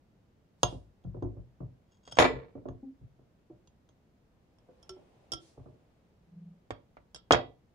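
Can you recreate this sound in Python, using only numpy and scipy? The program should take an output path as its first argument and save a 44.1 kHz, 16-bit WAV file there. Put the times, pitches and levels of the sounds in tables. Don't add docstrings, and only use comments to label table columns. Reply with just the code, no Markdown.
import sys
import numpy as np
from scipy import signal
from scipy.fft import rfft, irfft, next_fast_len
from scipy.io import wavfile

SR = 44100
rng = np.random.default_rng(int(sys.argv[2]) if len(sys.argv) > 2 else 0)


def to_wav(sig):
    pcm = np.clip(np.atleast_2d(sig), -1, 1) * 32767
    pcm = np.round(pcm).astype(np.int16)
    wavfile.write(sys.argv[1], SR, pcm.T)


N = 341642
T = np.arange(SR // 2) / SR

# (frequency [Hz], relative level [dB], t60 [s])
DESK_MODES = [(56, -3, .2), (78, -11, .15), (104, -2, .19), (129, 0, .19), (178, -8, .15)]
BOARD_MODES = [(260, -3, 0.11), (356, -0.5, 0.11), (438, -2.5, 0.081), (525, -0.5, 0.019), (596, -1, 0.14),
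               (718, -2.5, .08), (867, -4.5, 0.025), (1070, -9.5, 0.033), (1017, -12, 0.051),
               (1354, -10, 0.081)]
PLATE_MODES = [(993, 2.5, .035), (1407, -10, 0.037), (2822, -2.5, 0.038), (3230, -4, 0.049),
               (3310, 0.5, 0.03), (4840, -7, .025), (6420, -7.5, 0.094), (6700, -7, .025)]
FREE_SPOON_MODES = [(3607, -8, .2), (4479, -12, .19), (5211, -1, .23), (6245, -9, .16), (6912, -5, .21),
                    (7860, -21, .22), (9663, -10, .16), (9792, -13, .17), (11850, -18, .12),
                    (12130, -19, .1)]
NUDGED_SPOON_MODES = [(345, -15, .15), (1348, -11, .14), (3200, -10, .035), (3262, -8, .065),
                      (4540, -19, .04), (5125, -12, .05), (5350, -8, .03), (5426, -2, .07),
                      (6460, -19, .07), (6910, -17, .04), (7900, -21, .05), (8930, -17, .04),
                      (10548, -19, .045)]
HANDLE_MODES = [(1570, -6.5, 0.021), (2770, -8.5, 0.037), (3265, 0.5, .05), (3788, -10, .04),
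                (4660, -0.5, 0.028), (5280, -4.5, 0.046), (6250, -9.5, .04), (6680, -5.5, 0.058),
                (7950, -9.5, .045)]
BOWL_MODES = [(1980, -1.5, 0.29), (2330, -4.5, .09), (2520, -1.5, 0.1), (3260, -2, 0.089),
              (3640, -3, 0.076), (3650, -3.5, .06), (4490, -7, 0.037), (5450, -11, .08)]
# (frequency [Hz], relative spectral level [dB])
KNOCK_COLOUR = [(60, -26), (230, -15), (400, -2), (620, 0), (820, -6), (1050, -4), (1500, -14), (2500, -36),
                (5000, -70)]
CLACK_COLOUR = [(700, -36), (1400, 3.5), (2200, 3.5), (2900, -5), (4000, -13), (7000, -36.5), (12000, -70)]
SNAP_COLOUR = [(1800, -38), (2800, -5), (3500, 4.5), (4100, -3.5), (5200, -7), (6900, -9), (7700, -29),
               (12000, -59.5)]
TING_COLOUR = [(2300, -40), (3250, 0), (3900, -22), (4800, -16), (5380, 0), (5900, -14), (7000, -16),
               (8200, -28), (13000, -70)]
CRACK_COLOUR = [(3000, -30), (6500, -4), (8600, 0), (10700, -4), (11900, -10), (12700, -36), (15500, -45)]
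RUMBLE_COLOUR = [(25, -11), (55, 0), (100, 0), (190, -1.5), (300, -8), (600, -14.5), (1100, -24),
                 (2100, -29.5), (4000, -35), (6600, -39), (9000, -46), (12000, -45), (15000, -48.5)]
RUB_COLOUR = [(150, -11), (450, 5), (800, -1), (1500, -15), (2600, -15), (5000, -23.5), (10000, -31),
              (13000, -42.5)]
HISS_COLOUR = [(1000, -12.5), (5000, 5), (10500, -3.5), (13000, -28)]
# (frequency [Hz], t60 [s])
ROOM_DECAY = [(100, 0.39), (400, 0.36), (1500, 0.19), (4000, .26), (7000, 0.074), (11000, 0.11)]
# (frequency [Hz], side minus mid [dB])
STEREO_WIDTH = [(100, -12.5), (300, -9.5), (600, -3), (1200, 0), (3000, -0.5), (10000, 0)]
# (time [s], relative desk knock [dB], relative clink [dB])
KNIFE_ON_PLATE = [(0.6315, -25, -28.5), (1.04, -76.5, -83), (1.2249, -55, -73.5), (2.6863, -49.5, -72),
                  (3.674, -86, -72.5), (3.89, -71, -76)]
HANDLE_ON_PLATE = [(2.0761, -55, -61), (2.171, -39, -53), (6.7062, -39, -53.5), (6.969, -54.5, -87),
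                   (7.147, -69.5, -55.5), (7.16, -60, -54), (7.322, -35, -25.5)]
SPOON_NUDGES = [(2.1229, -53, -49), (4.585, -77, -79), (4.828, -73.5, -64.5), (4.893, -58, -49),
                (5.3195, -52, -37.5), (5.3343, -51, -41), (7.1456, -60, -52)]
# (time [s], level [dB])
HISS_SWELLS = [(0.649, -65), (5.42, -68.5)]
# (time [s], relative knock [dB], relative thump [dB])
SOFT_PRESSES = [(0.724, -34.5, -44.5), (1.047, -43.5, -39.5), (1.145, -34.5, -43), (1.223, -25, -37.5),
                (1.245, -45, -45), (1.367, -43, -43.5), (1.604, -35.5, -42), (2.329, -36, -42.5),
                (2.554, -35, -51.5), (2.655, -29.5, -52), (2.685, -37.5, -44.5), (3.010, -57, -50.5),
                (3.191, -52.5, -68.5), (3.504, -48, -64), (4.688, -49, -75), (4.966, -44.5, -67.5),
                (5.575, -42, -51), (5.659, -42, -58.5), (5.741, -52.5, -85)]
# (time [s], length [s], starting level [dB])
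HANDLE_SLIPS = [(1.92, 0.052, -75), (2.055, 0.12, -64.5)]
# (time [s], relative knock [dB], relative clink [dB], free ring [dB],
# first flight [s], left minus right [dB])
SPOON_LANDINGS = [(2.1868, -17, -29, -37, 0.037, 2.5), (2.199, -22, -36, -37.5, 0.0096, -6.5),
                  (7.3084, -17.5, -38, -48, 0.025, -2.5)]
# (time [s], frequency [Hz], level [dB], t60 [s])
HANDLE_TWANGS = [(2.552, 279, -33.5, 0.055), (2.828, 265.3, -35, 0.24), (3.5, 345.5, -35.5, 0.057),
                 (4.687, 507, -46, 0.14), (4.893, 376.4, -44.5, 0.2), (5.321, 330.3, -33.5, 0.082)]


def amp(db):
    return 10 ** (np.asarray(db) / 20)


def along(points, hz):
    f, v = np.transpose(points)
    return np.interp(np.log(hz + 1), np.log(f + 1), v)


def add(track, s, sound):
    rest = track[:, round(s * SR):]
    rest[:, :sound.shape[1]] += sound[:, :rest.shape[1]]


def unit_hit(x):
    return x / np.sqrt(np.sum(x ** 2) / len(x) / (.03 * SR))


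def panned(x, pan_db):
    return x * amp([[pan_db / 2], [-pan_db / 2]])


def spread(pair):
    size = pair.shape[1]
    side = irfft(rfft(pair[1]) * amp(along(STEREO_WIDTH, np.fft.rfftfreq(size, 1 / SR))), size)
    return np.array([pair[0] + side, pair[0] - side])


def noise(colour):
    size = next_fast_len(N)
    gain = amp(along(colour, np.fft.rfftfreq(size, 1 / SR)))
    x = spread(irfft(rfft(rng.standard_normal((2, size))) * gain, size))
    return x[:, :N] / x.std()


def swell(s, hold_s, db, attack_s, release_s, slope_db_per_s=0):
    t = np.arange(N) / SR - s
    outside = np.maximum(-t, 0) / attack_s + np.maximum(t - hold_s, 0) / release_s
    return amp(db + slope_db_per_s * np.clip(t, 0, hold_s) - 60 * outside)


def room_rumble(db=-66.5):
    return amp(db) * noise(RUMBLE_COLOUR)


def burst(colour, t60, scatter, lag_s=0.00022):
    size = len(T)
    hz = np.fft.rfftfreq(size, 1 / SR)
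    push = unit_hit(irfft(np.exp(-2j * np.pi * hz * np.array([[lag_s], [0]])), size))
    scattered = unit_hit(spread(rng.standard_normal((2, size))) * amp(-60 * T / t60))
    cepstrum = irfft(np.log(amp(along(colour, hz))), size)
    cepstrum[1:size // 2] *= 2
    cepstrum[size // 2 + 1:] = 0
    coloured = irfft(rfft(scatter * scattered - push) * np.exp(rfft(cepstrum)), size)
    fade = np.minimum(1, np.arange(size)[::-1] / (size / 2)) ** 2
    return unit_hit(coloured * fade)


def ring(modes, vary_db, phase_rad):
    hz, db, t60 = np.transpose(modes)[:, :, None]
    strength, angle = rng.standard_normal((2, len(modes), 1))
    onset = 1 - np.exp(-(np.pi * hz * T) ** 2)
    polarity = (-1) ** np.arange(len(modes))[:, None]
    envelope = amp(db + vary_db * strength - 60 * T / t60) * onset * polarity
    pair = [envelope * np.sin(2 * np.pi * hz * T + side * phase_rad * angle) for side in (1, -1)]
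    return unit_hit(np.sum(pair, axis=1))


def in_room(x, wet_db, build_s=0.0028):
    hz, t, spectra = signal.stft(rng.standard_normal((2, len(T))), SR, nperseg=256)
    decay = amp(-60 * t / along(ROOM_DECAY, hz)[:, None])
    tail = signal.istft(spectra * decay, SR, nperseg=256)[1][:, :len(T)]
    tail = spread(tail * (1 - np.exp(-(T / build_s) ** 2)))
    return x + amp(wet_db) * signal.fftconvolve(x, tail / np.linalg.norm(tail[0]), axes=1)[:, :len(T)]


def desk_thump():
    return panned(ring(DESK_MODES, vary_db=3, phase_rad=0.33), pan_db=5)


def contact(knock_db, clink_db, modes, snap, thump_db, clack_db, crack_db, ring_db, snap_db, board_db):
    board = amp(board_db) * ring(BOARD_MODES, vary_db=3, phase_rad=.5)
    knock = burst(KNOCK_COLOUR, t60=0.039, scatter=1) + board
    weight = amp(-1.5) * knock + amp(thump_db) * desk_thump()
    weight += amp(clack_db) * burst(CLACK_COLOUR, t60=.05, scatter=1.5)
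    edge = amp(ring_db) * ring(modes, vary_db=3.5, phase_rad=1)
    edge += amp(snap_db) * burst(snap, t60=0.034, scatter=9)
    edge += amp(crack_db) * burst(CRACK_COLOUR, t60=0.015, scatter=4.1)
    return amp(knock_db) * weight + amp(clink_db) * edge


def knife_clicks():
    out = np.zeros((2, N))
    for s, knock_db, clink_db in KNIFE_ON_PLATE:
        hit = contact(knock_db, clink_db, PLATE_MODES, SNAP_COLOUR, thump_db=-7, clack_db=-40.5,
                      crack_db=-15, ring_db=0, snap_db=-5, board_db=-4)
        add(out, s, in_room(panned(hit, pan_db=-2.5), wet_db=-13))
    return out


def hiss():
    gain = sum(swell(s, hold_s=0.07, db=db, attack_s=0.15, release_s=0.35) for s, db in HISS_SWELLS)
    return gain * noise(HISS_COLOUR)


def soft_blow(knock_db, thump_db, soft_hz=450, hardening=0.44):
    cutoff_hz = np.clip(soft_hz * amp(hardening * (knock_db + 16)), 400, 2000)
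    cushion = signal.butter(2, cutoff_hz, fs=SR, output="sos")
    knock = burst(KNOCK_COLOUR, t60=0.072, scatter=3.4)
    knock += amp(0.5) * ring(BOARD_MODES, vary_db=2, phase_rad=0.6)
    hit = amp(knock_db - 12) * unit_hit(signal.sosfilt(cushion, knock)) + amp(thump_db) * desk_thump()
    return in_room(panned(hit, pan_db=-3), wet_db=-7)


def presses(settle_s=0.022):
    out = np.zeros((2, N))
    for s, knock_db, thump_db in SOFT_PRESSES:
        add(out, s, soft_blow(knock_db, thump_db - 2))
        add(out, s + settle_s, soft_blow(knock_db - 7.5, thump_db))
    return out


def grains(gain, body, per_s):
    hits = rng.standard_normal(N) * (rng.random(N) < per_s / SR)
    force = gain * hits / hits.std()
    return signal.fftconvolve(force[None], body / np.linalg.norm(body[0]), axes=1)[:, :N]


def handle_slips():
    body = ring(HANDLE_MODES, vary_db=0.5, phase_rad=0.55)
    body += amp(0.5) * ring(PLATE_MODES, vary_db=1.5, phase_rad=0.73)
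    gain = sum(swell(s, length_s, db, attack_s=0.12, release_s=0.04, slope_db_per_s=89.5)
               for s, length_s, db in HANDLE_SLIPS)
    return grains(gain, body, per_s=200)


def handle_taps():
    out = np.zeros((2, N))
    for s, knock_db, clink_db in HANDLE_ON_PLATE:
        hit = contact(knock_db, clink_db, HANDLE_MODES, SNAP_COLOUR, thump_db=-7.5, clack_db=-10.5,
                      crack_db=-32, ring_db=-1.5, snap_db=-9.5, board_db=-5.5)
        add(out, s, in_room(panned(hit, pan_db=-3), wet_db=-11.5))
    return out


def spoon_tings():
    out = np.zeros((2, N))
    for s, knock_db, clink_db in SPOON_NUDGES:
        hit = contact(knock_db, clink_db, NUDGED_SPOON_MODES, TING_COLOUR, thump_db=-1, clack_db=-12.5,
                      crack_db=-16.5, ring_db=-2.5, snap_db=-3.5, board_db=-6)
        add(out, s, in_room(panned(hit, pan_db=-3.5), wet_db=-11))
    return out


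def bounces(s, flight_s, shrink, loss_db, count):
    return [(s + flight_s * sum(shrink ** j for j in range(k)), -loss_db * k) for k in range(count)]


def spoon_drops():
    out = np.zeros((2, N))
    for s, knock_db, clink_db, free_db, flight_s, pan_db in SPOON_LANDINGS:
        steel = amp(free_db) * ring(FREE_SPOON_MODES, vary_db=1, phase_rad=1)
        add(out, s, in_room(steel, wet_db=-6.5))
        for at, db in bounces(s, flight_s, shrink=0.52, loss_db=6, count=4):
            hit = contact(knock_db + db, clink_db + db, BOWL_MODES, SNAP_COLOUR, thump_db=-15,
                          clack_db=-9, crack_db=-42.5, ring_db=-3.5, snap_db=-2, board_db=-6.5)
            add(out, at, in_room(panned(hit, pan_db), wet_db=-9.5))
    return out


def spoon_buzz(start_s=2.195, hold_s=0.065):
    wood = burst(KNOCK_COLOUR, t60=0.033, scatter=0.93)
    wood += amp(-3) * ring(BOARD_MODES, vary_db=1, phase_rad=0.4)
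    wood += amp(-5.5) * burst(CLACK_COLOUR, t60=0.033, scatter=4.5)
    buzz = swell(start_s, hold_s, db=-27.5, attack_s=0.025, release_s=0.078)
    tail = swell(start_s, hold_s, db=-39.5, attack_s=0.025, release_s=0.5)
    return grains(buzz + tail, in_room(wood, wet_db=-11), per_s=450)


def twangs(swings, attack_s=0.0045):
    out = np.zeros((2, N))
    for s, hz, db, t60 in swings:
        tone = sum(amp(db + partial_db - 60 * T * k / t60) * np.sin(2 * np.pi * k * hz * T)
                   for k, partial_db in enumerate([0, -21, -22], 1))
        add(out, s, in_room(panned(tone * (1 - np.exp(-T / attack_s)), pan_db=0), wet_db=-5.5))
    return out


def spoon_rocking(hz=456, first_db=-18, t60=0.043):
    swings = bounces(s=2.3, flight_s=0.064, shrink=0.73, loss_db=6.5, count=3)
    return twangs([(s, hz, first_db + db, t60) for s, db in swings])


def hand_slide():
    return swell(s=4.87, hold_s=0.36, db=-68, attack_s=1.9, release_s=5.5) * noise(RUB_COLOUR)


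def drone(hz=166, beat_hz=21, depth=0.75):
    t = np.arange(N) / SR
    tones = np.sin(2 * np.pi * hz * t) + depth * np.sin(2 * np.pi * (hz + beat_hz) * t)
    return tones * swell(s=6.36, hold_s=0.14, db=-48, attack_s=0.26, release_s=0.29)


def scene():
    buttering = room_rumble() + knife_clicks() + hiss() + presses()
    spoon = handle_slips() + handle_taps() + spoon_tings() + spoon_drops() + spoon_buzz()
    return buttering + spoon + spoon_rocking() + twangs(HANDLE_TWANGS) + hand_slide() + drone()


def record(dry, top_hz=15700):
    limited = dry / (1 + np.abs(dry) ** 6) ** (1 / 6)
    size = next_fast_len(N + SR // 2)
    return irfft(rfft(limited, size) * (np.fft.rfftfreq(size, 1 / SR) < top_hz), size)[:, :N]


dry = scene()
out = record(dry)
to_wav(out)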